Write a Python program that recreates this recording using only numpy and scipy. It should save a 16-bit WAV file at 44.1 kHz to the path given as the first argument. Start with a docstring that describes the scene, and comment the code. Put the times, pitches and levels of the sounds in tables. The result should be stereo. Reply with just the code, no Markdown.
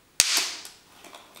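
"""Over faint room air and a thin electronic whine, a hammerstone cracks a flake off a flint core.
The stones ring briefly and hard walls throw the blow back; a limiter ducks under it, so the
room's tail swells as the gain returns. Chips land, with two knocks on a hide mat. A hand rustles
over the mat, sets the stone down with scrapes and knocks, and last picks at the ringing flake."""
import sys
import numpy as np
from scipy import signal
from scipy.fft import rfft, irfft
from scipy.io import wavfile

SR = 44100
rng = np.random.default_rng(int(sys.argv[2]) if len(sys.argv) > 2 else 0)


def transcribe(signal):
    """Save signal, clipped to [-1, 1], as a 16-bit WAV file at the path in sys.argv[1]."""
    frames = np.atleast_2d(signal).T
    limited = np.clip(frames, -1, 1)
    pcm = np.round(limited * 32767).astype(np.int16)
    wavfile.write(sys.argv[1], SR, pcm)


N = 61739

# Colour of the room air and microphone hiss: freq_hz, gain_db
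AIR_COLOUR = [(25, -12.5), (55, 5.5), (90, -8), (200, -8.5), (350, -8), (600, -13.5), (1050, -13),
              (9200, -22), (15400, -29.5)]
# How alike the air is left and right: freq_hz, correlation
AIR_STEREO = [(60, 0.65), (240, 0.33), (950, .2), (3800, 0.028), (15000, .01)]
# Whine of camera electronics: pitch_hz, level_db
WHINE_TONE = [(15590, -74)]
# Colour of the fracture: freq_hz, gain_db
CRACK_COLOUR = [(150, -39), (300, -16), (800, -14), (1100, -8), (1600, -7), (2450, -0.5), (3300, -1.5),
                (4700, 4.5), (6500, 2.5), (8500, -1.5), (11000, -9.5), (15500, -17.5)]
# Ring of core and hammerstone: pitch_hz, level_db, t60_s
STONE_MODES = [(2614, -5.5, 0.0072), (3830, -5.5, 0.0041), (4740, 2, 0.0035), (5590, -11.5, 0.0061),
               (6587, 4.5, 0.0041), (8220, -4.5, .011), (9040, -1.5, 0.0052)]
# Reflections off hands and ground: delay_s, left_db, right_db
NEAR_ECHOES = [(.0006, -18, -52), (.0011, -24, -12), (.0027, -8, -26)]
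# Reflections off the walls: delay_s, left_db, right_db
WALL_ECHOES = [(.0092, -11, -23), (.0116, -10, -8), (.0131, -5, -6), (.0168, -13, -12), (.022, -19, -17),
               (.026, -18, -17)]
# The room's tail: freq_hz, t60_s, gain_db
TAIL_BANDS = [(147, 1, 2), (507, 1, -4.5), (1190, 0.77, 2.96), (2480, 0.69, 4.36), (5130, 0.72, 1.9),
              (9140, .55, 2), (13600, .4, 1.5)]
# How alike the tail is left and right: freq_hz, correlation
TAIL_STEREO = [(60, 0.38), (180, 0.84), (550, 0.94), (1650, 0.33), (4970, -0.074), (15000, -0.56)]
# Chips landing: start_s, peak_db, centre_hz, width_hz, t60_s
CHIP_HITS = [(0.3712, -3.5, 9940, 7400, 0.009), (.653, -19.5, 6800, 8300, 0.017)]
# Knocks on the mat: start_s, body_peak_db, relative_grit_db, relative_thud_db
MAT_KNOCKS = [(.373, -21.5, 3, -7), (0.38, -24.5, 5, 6.5), (0.924, -43.5, 0, -1), (1.043, -39, -1.5, -11),
              (1.046, -33.5, 5.5, 0.5), (1.066, -31, -6, 0.5), (1.1325, -31.5, -14, -12),
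              (1.147, -27, -6.5, -20), (1.176, -46.5, 9.5, -16), (1.201, -38.5, -25, -22),
              (1.361, -33, -2, -34), (1.373, -35, 1, -16), (1.394, -45, 5, 19.5)]
# Body of a knock: centre_hz, width_hz, gain_db
MAT_BANDS = [(640, 300, 0), (900, 380, -3), (2300, 800, -9), (3400, 900, -11)]
# Gritty top of a knock: centre_hz, width_hz, gain_db
GRIT_BANDS = [(3780, 7500, 5.5), (6940, 7600, 14), (13400, 2600, -31)]
# Swell and fade of the hand's rustle: time_s, level_db
RUSTLE_LEVELS = [(0.84, -61.5), (0.968, -55.5), (1.098, -56.5), (1.216, -62), (1.4, -60)]
# Colour of the rustle: freq_hz, gain_db
RUSTLE_COLOUR = [(59, -63), (100, -3), (236, 8.5), (304, 5.5), (407, 6), (962, 5), (1920, -3.5),
                 (2860, -0.5), (15000, -12.5)]
# Stone dragged on the mat: start_s, peak_db
STONE_DRAGS = [(0.986, -45), (0.997, -49)]
# Fingers catching the flake: start_s, level_db
FLAKE_PICKS = [(1.3483, -36), (1.3708, -35), (1.374, -38), (1.3775, -38)]
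# Ring of the flake: pitch_hz, level_db, t60_s
FLAKE_MODES = [(8540, 0, .016), (9300, -5, .009), (7900, -9, .009), (13100, 0, .02), (13700, -6, .012),
               (6000, -10, .01)]

BLOW_S, BLOW_DB = .2004, 21  # level ahead of the room and limiter
AIR_DB, TAIL_DB, TAIL_RISE_S, RING_SEND_DB = -57.5, -.5, .004, -18.5
GRAINS_PER_S, GRAIN_SPREAD_DB, RUSTLE_FADE_S = 6000, 2, .029
SCATTER_T60_S, WALL_CUTOFF_HZ = .005, 10000
LIMIT_DB, SENSE_S, ATTACK_S, RELEASE_DB_PER_S, TOP_HZ = -16, .0062, .0045, 136, 15800


def amp(db):
    """Decibels to amplitude."""
    return 10 ** (np.asarray(db) / 20)


def unit_rms(x):
    """The sound scaled to an RMS of 1."""
    return x / np.sqrt(np.mean(x ** 2) + 1e-20)


def curve(points, hz, column=1):
    """One column of a table, interpolated over log frequency."""
    table = np.transpose(points)
    return np.interp(np.log(hz + 1), np.log(table[0] + 1), table[column])[:, None]


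def add(mix, start_s, sound):
    """Lay a sound into the mix."""
    part = mix[..., round(start_s * SR):][..., :sound.shape[-1]]
    part += sound[..., :part.shape[-1]]


def track(hits):
    """A mono track from (start_s, level_db, sound) hits."""
    out = np.zeros(N)
    for start_s, db, sound in hits:
        add(out, start_s, amp(db) * sound)
    return out


def stereo_noise(correlation, gain):
    """Noise partly shared by left and right, shaped by gain(freq_hz, time_s)."""
    frames, hz = N // 128 + 5, np.fft.rfftfreq(512, 1 / SR)
    a, b, c, d = rng.standard_normal((frames, 257, 4)).T
    shared = np.clip(curve(correlation, hz), -1, 1)
    left = a + 1j * b
    right = shared * left + np.sqrt(1 - shared ** 2) * (c + 1j * d)
    spectra = np.array([left, right]) * gain(hz, np.arange(frames) * 128 / SR)
    return signal.istft(spectra, nperseg=512, noverlap=384)[1][:, :N]


def room_tone():
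    """A steady bed of air and microphone hiss, with a thin electronic whine on top."""
    hiss = unit_rms(stereo_noise(AIR_STEREO, lambda hz, t: amp(curve(AIR_COLOUR, hz))))
    (hz, db), = WHINE_TONE
    return amp(AIR_DB) * hiss + amp(db) * np.sqrt(2) * np.sin(2 * np.pi * hz * np.arange(N) / SR)


def crack():
    """The flint fractures in one bright click, its energy packed at the front (minimum phase)."""
    log_gain = np.log(amp(curve(CRACK_COLOUR, abs(np.fft.fftfreq(2048, 1 / SR)))[:, 0]))
    click = np.fft.ifft(np.exp(np.conj(signal.hilbert(log_gain)))).real[:1024]
    return track([(BLOW_S, BLOW_DB, click / abs(click).max())])


def flint_ring(modes, strikes):
    """Struck stone rings in fast-dying sines at each (start_s, level_db), with the lows rolled off."""
    t = np.arange(3000) / SR
    ring = sum(amp(db - 60 * t / t60) * np.sin(2 * np.pi * hz * t) for hz, db, t60 in modes)
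    ring /= abs(ring).max()
    rings = track((s, db, ring) for s, db in strikes)
    return signal.lfilter(*signal.butter(2, 1500, "high", fs=SR), rings)


def early_reflections(x):
    """Direct sound, crisp bounces off hands and ground, and duller scatter off rough walls."""
    taps, t = np.zeros((2, 2048)), np.arange(300) / SR
    for s, left_db, right_db in WALL_ECHOES:
        scatter = rng.standard_normal((2, 300)) * amp(-60 * t / SCATTER_T60_S)
        scatter[:, 0] = 4  # the mirror-like bounce
        scatter /= np.linalg.norm(scatter, axis=1, keepdims=True)
        add(taps, s, amp([[left_db], [right_db]]) * scatter)
    taps = signal.lfilter(*signal.butter(2, WALL_CUTOFF_HZ, fs=SR), taps)
    taps[:, 0] = 1  # direct sound
    for s, left_db, right_db in NEAR_ECHOES:
        taps[:, round(s * SR)] += amp([left_db, right_db])
    return signal.oaconvolve(x[None], taps, axes=1)[:, :N]


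def room_tail(x):
    """Diffuse reverb from the hard walls; the highs die first."""
    tail = stereo_noise(
        TAIL_STEREO, lambda hz, t: amp(curve(TAIL_BANDS, hz, column=2) - 60 * t / curve(TAIL_BANDS, hz)))
    tail *= 1 - np.exp(-(np.arange(N) / SR / TAIL_RISE_S) ** 2)
    return signal.fftconvolve(x[None], amp(TAIL_DB) * tail / np.linalg.norm(tail[0]), axes=1)[:, :N]


def resonate(x, hz, width_hz):
    """One resonance, with a gain near 1 at its centre."""
    radius = np.exp(-np.pi * width_hz / SR)
    return 2 * signal.lfilter([1 - radius], [1, -radius * np.exp(2j * np.pi * hz / SR)], x).real


def contact(bands, t60_s):
    """A tap and a dying puff of noise through steep (centre_hz, width_hz, gain_db) bands, peak 1."""
    t = np.arange(2000) / SR
    puff = rng.standard_normal(len(t)) * amp(-60 * t / t60_s)
    puff[0] = 4  # the tap of first contact
    x = sum(amp(db) * resonate(resonate(puff, hz, width), hz, width) for hz, width, db in bands)
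    x = signal.lfilter(*signal.butter(2, 200, "high", fs=SR), x)
    return x / abs(x).max()


def chips():
    """Chips land with short, bright ticks."""
    return track((s, db, contact([(hz, width, 0)], t60)) for s, db, hz, width, t60 in CHIP_HITS)


def knocks(thud_hz=300, thud_width_hz=220):
    """Stone meets the hide mat: a damped body with a low thud, and grit on top."""
    out = np.zeros(N)
    for s, db, grit_db, thud_db in MAT_KNOCKS:
        body = contact(MAT_BANDS + [(thud_hz, thud_width_hz, thud_db)], t60_s=.008)
        grit = contact(GRIT_BANDS, t60_s=.012)
        add(out, s, amp(db) * (body + amp(grit_db) * grit))
    return out


def rustle():
    """Dense grains of skin and grit on the mat, fading in as the hand arrives."""
    grains = amp(GRAIN_SPREAD_DB * np.minimum(rng.exponential(1, N), 4)) * rng.standard_normal(N)
    grains *= rng.random(N) < GRAINS_PER_S / SR
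    colour = amp(curve(RUSTLE_COLOUR, np.fft.rfftfreq(N, 1 / SR))[:, 0])
    texture = unit_rms(irfft(rfft(grains) * colour, N))
    t = np.arange(N) / SR
    times, db = np.transpose(RUSTLE_LEVELS)
    fade_in = np.clip((t - times[0]) / RUSTLE_FADE_S, 0, 1)
    return texture * amp(np.interp(t, times, db)) * fade_in


def scrapes(centre_hz=2830, width_hz=900):
    """The stone drags on the mat with a brief rasp."""
    return track((s, db, contact([(centre_hz, width_hz, 0)], t60_s=.052)) for s, db in STONE_DRAGS)


def scene():
    """All sources in the room; the flint's ring stays close, with only a little sent to the tail."""
    noises = crack() + chips() + scrapes() + knocks() + rustle()
    core_ring = flint_ring(STONE_MODES, [(BLOW_S, BLOW_DB - 2)])
    flake_clinks = flint_ring(FLAKE_MODES, FLAKE_PICKS)
    rings = core_ring + flake_clinks
    return early_reflections(noises + rings) + room_tail(noises + amp(RING_SEND_DB) * rings) + room_tone()


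def record(dry):
    """A limiter grabs late, so the crack overloads, then lets go steadily; a steep high cut follows."""
    sense, attack = np.exp(-1 / (SENSE_S * SR)), np.exp(-1 / (ATTACK_S * SR))
    power_db = 10 * np.log10(signal.lfilter([1 - sense], [1, -sense], (dry ** 2).mean(0)) + 1e-12)
    release_db = np.arange(N) * RELEASE_DB_PER_S / SR
    held_db = np.maximum.accumulate(power_db + release_db) - release_db
    duck_db = signal.lfilter([1 - attack], [1, -attack], np.maximum(held_db - LIMIT_DB, 0))
    ducked = np.clip(dry / amp(duck_db), -1, 1)
    high_cut = signal.firwin(511, TOP_HZ, window=("kaiser", 9), fs=SR)
    return signal.oaconvolve(ducked, high_cut[None], "same")


dry = scene()
out = record(dry)
transcribe(out)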